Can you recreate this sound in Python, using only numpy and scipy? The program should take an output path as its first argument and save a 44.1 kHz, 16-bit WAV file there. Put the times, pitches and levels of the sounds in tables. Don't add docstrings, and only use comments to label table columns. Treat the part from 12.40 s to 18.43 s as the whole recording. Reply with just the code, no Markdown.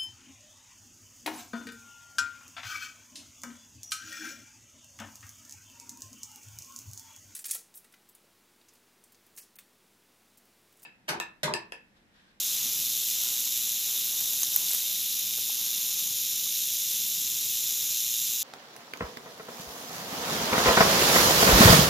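import sys
import numpy as np
from scipy import signal
from scipy.fft import rfft, irfft, next_fast_len
from scipy.io import wavfile
from scipy.ndimage import uniform_filter1d, minimum_filter1d, map_coordinates

SR = 44100
rng = np.random.default_rng(int(sys.argv[2]) if len(sys.argv) > 2 else 0)


def generate_wav(signal):
    frames = np.transpose(np.atleast_2d(signal))
    scaled = np.clip(frames, -1, 1) * 32767
    pcm = np.round(scaled).astype(np.int16)
    wavfile.write(sys.argv[1], SR, pcm)


def rack_gain(trim_db):
    fader = np.asarray(trim_db, float)
    return 10 ** (fader / 20)


N = 265923


def unit(x):
    return x / np.sqrt(np.mean(x ** 2) + 1e-20)


def along(points, hz):
    f, v = np.transpose(points)
    return np.interp(np.log(hz + 1), np.log(f + 1), v)


def curves(rows, t=None):
    if t is None:
        t = np.arange(N) / SR
    s, *cols = np.transpose(rows)
    return [np.interp(t, s, c) for c in cols]


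def wobble(rate):
    knots = rng.standard_normal(int(N * rate / SR) + 4)
    return map_coordinates(knots, [np.arange(N) * rate / SR])


def filtered(x, response):
    m = next_fast_len(N + 8192)
    hz = np.fft.rfftfreq(m, 1 / SR)
    return irfft(rfft(x, m) * response(hz), m)[..., :N]


def coloured(x, spectrum):
    return unit(filtered(x, lambda hz: rack_gain(along(spectrum, hz))))


def clicks(count, t60, scatter_db, size=64):
    when, pitch, phase, chance = rng.random((count, 4)).T
    t = np.arange(size) / SR
    strength = rack_gain(-scatter_db * np.log(1 - chance))
    cycles = pitch[:, None] * SR / 2.6 * t + phase[:, None]
    ring = np.sin(2 * np.pi * cycles) * rack_gain(-60 * t / t60)
    where = (when * N).astype(int)[:, None] + np.arange(size)
    total = np.bincount(where.ravel(), (strength[:, None] * ring).ravel(), N + size)
    return unit(total[:N])


# time in seconds, swings per second,
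# lopsidedness from 0 to 1, bunching of clacks at the swing ends from 0 to 1.
TAIL_SWINGS = [(0.0, 59.9, 0.14, 0.18), (0.3, 59.9, 0.1, 0.19), (0.6, 59.5, 0.11, 0.27),
               (0.9, 59.2, 0.1, 0.22), (1.2, 59.2, 0.1, 0.26), (1.5, 59.9, 0.15, 0.22),
               (1.8, 60.5, 0.13, 0.1), (2.1, 61.6, 0.18, 0.17), (2.4, 60.8, 0.07, 0.17),
               (2.7, 60.8, 0.09, 0.13), (3.0, 59.4, 0.07, 0.26), (3.3, 59.5, 0.08, 0.22),
               (3.6, 61.9, 0.22, 0.06), (3.9, 62.4, 0.19, 0.09), (4.2, 61.5, 0.21, 0.1),
               (4.5, 60.1, 0.14, 0.2), (4.8, 60.0, 0.13, 0.21), (5.1, 59.0, 0.1, 0.29),
               (5.4, 58.8, 0.16, 0.17), (5.7, 58.9, 0.09, 0.32), (6.0, 60.0, 0.14, 0.2)]
# frequency in Hz, strength in dB per Hz.
SHELL_RING = [(880, -48), (1500, -30.5), (1820, -24.5), (2530, -11), (3190, -5), (3690, 1), (4480, -8.5),
              (5880, -0.5), (7000, 0), (7400, -1.5), (8000, -7), (9400, -9.5), (11800, 0.5), (15200, -5)]
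# time in seconds, level in dB.
RATTLE_LEVEL = [(0.0, -31.5), (0.72, -30.5), (1.23, -31), (2.27, -31), (2.82, -31.5), (6.03, -31)]
# time in seconds, low shell ring in dB,
# middle shell ring in dB, tilt of the middle ring in dB per octave.
FACING_PHONE = [(0, 0, 0.5, -1), (.4, -1, -1, -2), (.8, -0.5, -0.5, 0), (1.2, -1, 0, 3),
                (1.6, -0.5, -1.5, 0), (2, -1.5, -0.5, 1), (2.4, -0.5, -1.5, -1), (2.8, -1, -1, -2),
                (3.2, -0.5, -1, -3), (3.6, -0.5, 0.5, 3), (4, -1, 0, 1.5), (4.4, -0.5, .5, 2),
                (4.8, -1, 0, 2.5), (5.2, -1, .5, 2), (5.6, -0.5, 1, 3), (6.03, -1, 0, 4)]
# time in seconds, frequency in Hz, depth in dB.
GROUND_ECHO_DIP = [(0.0, 8230, -1), (0.3, 8500, -7), (0.6, 8530, -6), (0.9, 8360, -4), (1.2, 8300, -9),
                   (1.5, 8200, -10.5), (1.8, 8400, -7), (2.1, 8270, -9), (2.4, 8300, -6.5), (2.7, 8230, -9),
                   (3.0, 8000, -7), (3.3, 7900, -9), (3.6, 7770, -10), (3.9, 7850, -10), (4.2, 7800, -8),
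                   (4.5, 7800, -6), (4.8, 8130, -8), (5.1, 8050, -7), (5.4, 7900, -8), (5.7, 7900, -7),
                   (6.0, 8150, -8)]


def rattle():
    swings, lopsided, bunching = curves(TAIL_SWINGS)
    turn = 2 * np.pi * np.cumsum(swings) / SR + 0.17 * wobble(8.6)
    one_side = 1.1 * lopsided * np.cos(turn + 0.6)
    both_ends = 1.1 * bunching * np.cos(2 * turn)
    power = 1 + one_side + both_ends
    clatter = sum(clicks(count=70000, t60=t60, scatter_db=0) for t60 in (0.001, 0.002, 0.004))
    uneven_db = 0.56 * wobble(400) + 0.32 * wobble(90) + 0.12 * wobble(7)
    clatter = clatter * np.sqrt(power) * rack_gain(uneven_db)

    hz, t, z = signal.stft(coloured(clatter, SHELL_RING), SR, nperseg=256)
    hz = hz[:, None]
    level_db, = curves(RATTLE_LEVEL, t)
    low_db, middle_db, tilt_db = curves(FACING_PHONE, t)
    dip_hz, depth_db = curves(GROUND_ECHO_DIP, t)
    middle_db = middle_db + tilt_db * np.log2(hz / 6300 + 1e-3)
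    low = hz < 4450
    middle = (hz >= 4450) & (hz < dip_hz)
    turning_db = low_db * low + middle_db * middle
    dip_width_hz = np.where(hz < dip_hz, 300, 500)
    dip_db = 0.86 * depth_db * np.exp(-((hz - dip_hz) / dip_width_hz) ** 2)
    shaped = z * rack_gain(level_db + 3.0 + turning_db + dip_db)
    return signal.istft(shaped, SR, nperseg=256)[1][:N]


# time in seconds, peak in dB, ring in Hz,
# crack in dB, push of air in dB, length in seconds.
STALK_SNAPS = [(1.804, -22, 12900, -15, -28, .003), (1.8106, -16, 13400, -17, -32, .0015),
               (1.933, -20.5, 12900, -4, -17, .002), (2.018, -22, 14300, -14, -28, .003),
               (2.0323, -15.5, 6500, -6, -23, 0.0044), (2.1443, -21, 11500, -12, -28, .002),
               (2.162, -4.5, 14300, -15.5, -25, 0.0017), (2.174, -25, 6160, -14, -26, .004),
               (2.2935, -22, 12100, -12, -30, .003), (2.307, -20, 12600, -9, -30, .002),
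               (2.313, -21, 7740, -10, -28, .004), (2.334, -14, 12000, -10, -32, .002),
               (2.3435, -21, 11900, -8, -32, .002), (2.3472, -17.5, 12400, -7, -28, 0.0032)]
# time in seconds, level in dB.
RUB_LEVEL = [(1.72, -56), (1.8, -41), (1.87, -45), (1.96, -50), (2.02, -33), (2.08, -48), (2.15, -36),
             (2.22, -47), (2.27, -38), (2.3, -38), (2.318, -43), (2.328, -37), (2.348, -36), (2.365, -33),
             (2.4, -36), (2.46, -58)]
# frequency in Hz, strength in dB per Hz.
RUB_TONE = [(300, -30), (1500, -13), (3000, -8), (6000, 8), (8500, 3), (12000, 0), (15500, 2)]


def stalks():
    out = np.zeros(N + SR)
    t = np.arange(SR // 20) / SR
    for s, db, hz, crack_db, push_db, length in STALK_SNAPS:
        noise = rng.standard_normal((2, len(t) + 1))
        age = t / length * 3
        swell = age * np.exp(1 - age ** 1.5)
        ring = np.sin(2 * np.pi * hz * t + 0.17 * np.cumsum(noise[0, 1:])) * swell
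        splinters = noise[1, 1:] - 0.69 * noise[1, :-1]
        crack = splinters * rack_gain(crack_db) * np.exp(-(t / 0.0035) ** 2)
        puff = t / 0.0001 * np.exp(1 - t / 0.0001)
        thud = 0.083 * np.sin(2 * np.pi * 330 * t) * rack_gain(-60 * t / 0.035)
        snap = ring + crack + rack_gain(push_db) * (puff + thud)
        out[round(s * SR):][:len(t)] += rack_gain(db) * snap
    rub_db, = curves([(0, -120)] + RUB_LEVEL + [(6.03, -120)])
    snaps = filtered(out[:N], lambda hz: (1j * hz / (1j * hz + 200)) ** 2)
    crackle = coloured(clicks(count=30000, t60=0.002, scatter_db=2.0), RUB_TONE)
    return snaps + rack_gain(rub_db) * crackle


# time in seconds, peak in dB, pitch in Hz, time to fade by 60 dB in seconds.
CASE_KNOCKS = [
    (0.254, -46, 234, 0.12),
    (.83, -54, 1400, .12),
    (.865, -50, 1460, .08),
    (1.068, -51, 990, .03),
    (2.983, -39, 850, .008),
    (2.984, -42, 450, .014),
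    (2.985, -41, 1400, .008),
    (3.097, -38, 820, 0.014),
    (3.8, -50, 1400, .02),
    (4.065, -47, 1150, .02),
]


def case():
    out = np.zeros(N + SR)
    t = np.arange(SR // 10) / SR
    for s, db, hz, t60 in CASE_KNOCKS:
        wander = 0.03 * np.cumsum(rng.standard_normal(len(t)))
        ring = np.sin(2 * np.pi * hz * t + wander)
        onset = 1 - np.exp(-t / 0.0005)
        out[round(s * SR):][:len(t)] += rack_gain(db + 2 - 60 * t / t60) * ring * onset
    return out[:N]


# time in seconds, hum in dB, air in dB.
NIGHT_LEVEL = [(0.0, -61, -58.5), (0.48, -57.5, -61.5), (0.69, -60.5, -61.5), (0.89, -60, -60),
               (1.16, -61, -61.5), (1.44, -62, -61), (2.05, -60, -60.5), (2.2, -59, -58.5), (2.4, -62, -61),
               (2.62, -60, -63.5), (2.89, -60, -62.5), (3.71, -60.5, -61.5), (3.88, -61, -63),
               (5.07, -59, -63), (5.61, -61.5, -62), (6.03, -60, -63)]
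# frequency in Hz, strength in dB per Hz.
HUM_TONE = [(15, -64), (25, -37), (43, -19), (75, -12), (94, -3), (119, 0.5), (202, 0), (265, -4.5),
            (348, -7.5), (382, -12.5), (420, -9.5), (550, -21), (920, -120)]
# pitch in Hz, width in Hz, level in dB.
FAR_DRONES = [
    (112.4, 7.9, -75.5),
    (129, 5.7, -70.5),
    (199.2, 6, -71.5),
]
# frequency in Hz, strength in dB per Hz.
AIR_TONE = [(150, -35), (300, -4), (600, -5.5), (1100, -4), (1800, -5), (3000, -5), (5000, -52)]


def night():
    hum_db, air_db = curves(NIGHT_LEVEL)
    hum = rack_gain(0.7 * wobble(2.87)) * coloured(rng.standard_normal(N), HUM_TONE)
    for centre_hz, width_hz, db in FAR_DRONES:
        narrow = filtered(rng.standard_normal(N), lambda hz: np.exp(-((hz - centre_hz) / width_hz) ** 2))
        hum = hum + rack_gain(db + 61) * unit(narrow)
    air_db = air_db + 4.0 + 1.0 * wobble(8)
    return rack_gain(hum_db) * hum + rack_gain(air_db) * coloured(rng.standard_normal(N), AIR_TONE)


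def scene():
    mono = rattle() + stalks() + case() + night()
    return np.tile(mono, (2, 1))


# frequency in Hz, width in Hz, boost or cut in dB.
PORT_COLOUR = [(3250, 150, -2), (4200, 130, 3), (4430, 100, -4.5), (13600, 350, -3.5), (14700, 500, 1)]


def phone(x, margin_db, high_db):
    def port(hz):
        colour_db = sum(db * np.exp(-((hz - c) / w) ** 2) for c, w, db in PORT_COLOUR)
        no_rumble = (1j * hz / (1j * hz + 60)) ** 2
        return rack_gain(colour_db) * no_rumble * (hz < 15290)

    hz, t, z = signal.stft(filtered(x, port), SR, window="cosine", nperseg=2048)
    hz = hz[:, None]
    power = np.abs(z) ** 2
    cell = uniform_filter1d(power, size=8, axis=0)
    masker = uniform_filter1d(power, size=220, axis=0)
    threshold = masker * rack_gain(2 * margin_db + 2 * high_db * (hz > 12500))
    dropped = (cell < threshold) & (hz > 3500)
    kept = minimum_filter1d(1. 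- dropped, size=4, axis=0)
    return signal.istft(z * kept, SR, window="cosine", nperseg=2048)[1][:N]


# start in seconds, end in seconds,
# lowest Hz, highest Hz, level in dB.
SIDE_SLIP = (3.789, 3.835, 9900, 12000, -32)


def side_slip():
    start, end, low_hz, high_hz, db = SIDE_SLIP
    progress = np.clip((np.arange(N) / SR - start) / (end - start), 0, 1)
    swell = np.sin(np.pi * progress) ** 2
    puff = filtered(rng.standard_normal(N) * swell, lambda hz: (hz > low_hz) & (hz < high_hz))
    return puff * rack_gain(db) * np.array([[1], [-1]])


def low_pass(x):
    return signal.sosfilt(signal.butter(12, 16630, fs=SR, output="sos"), x)


def record(dry):
    mono = phone(dry.mean(axis=0), margin_db=-10.5, high_db=3)
    return low_pass(mono + side_slip())


dry = scene()
out = record(dry)
generate_wav(out)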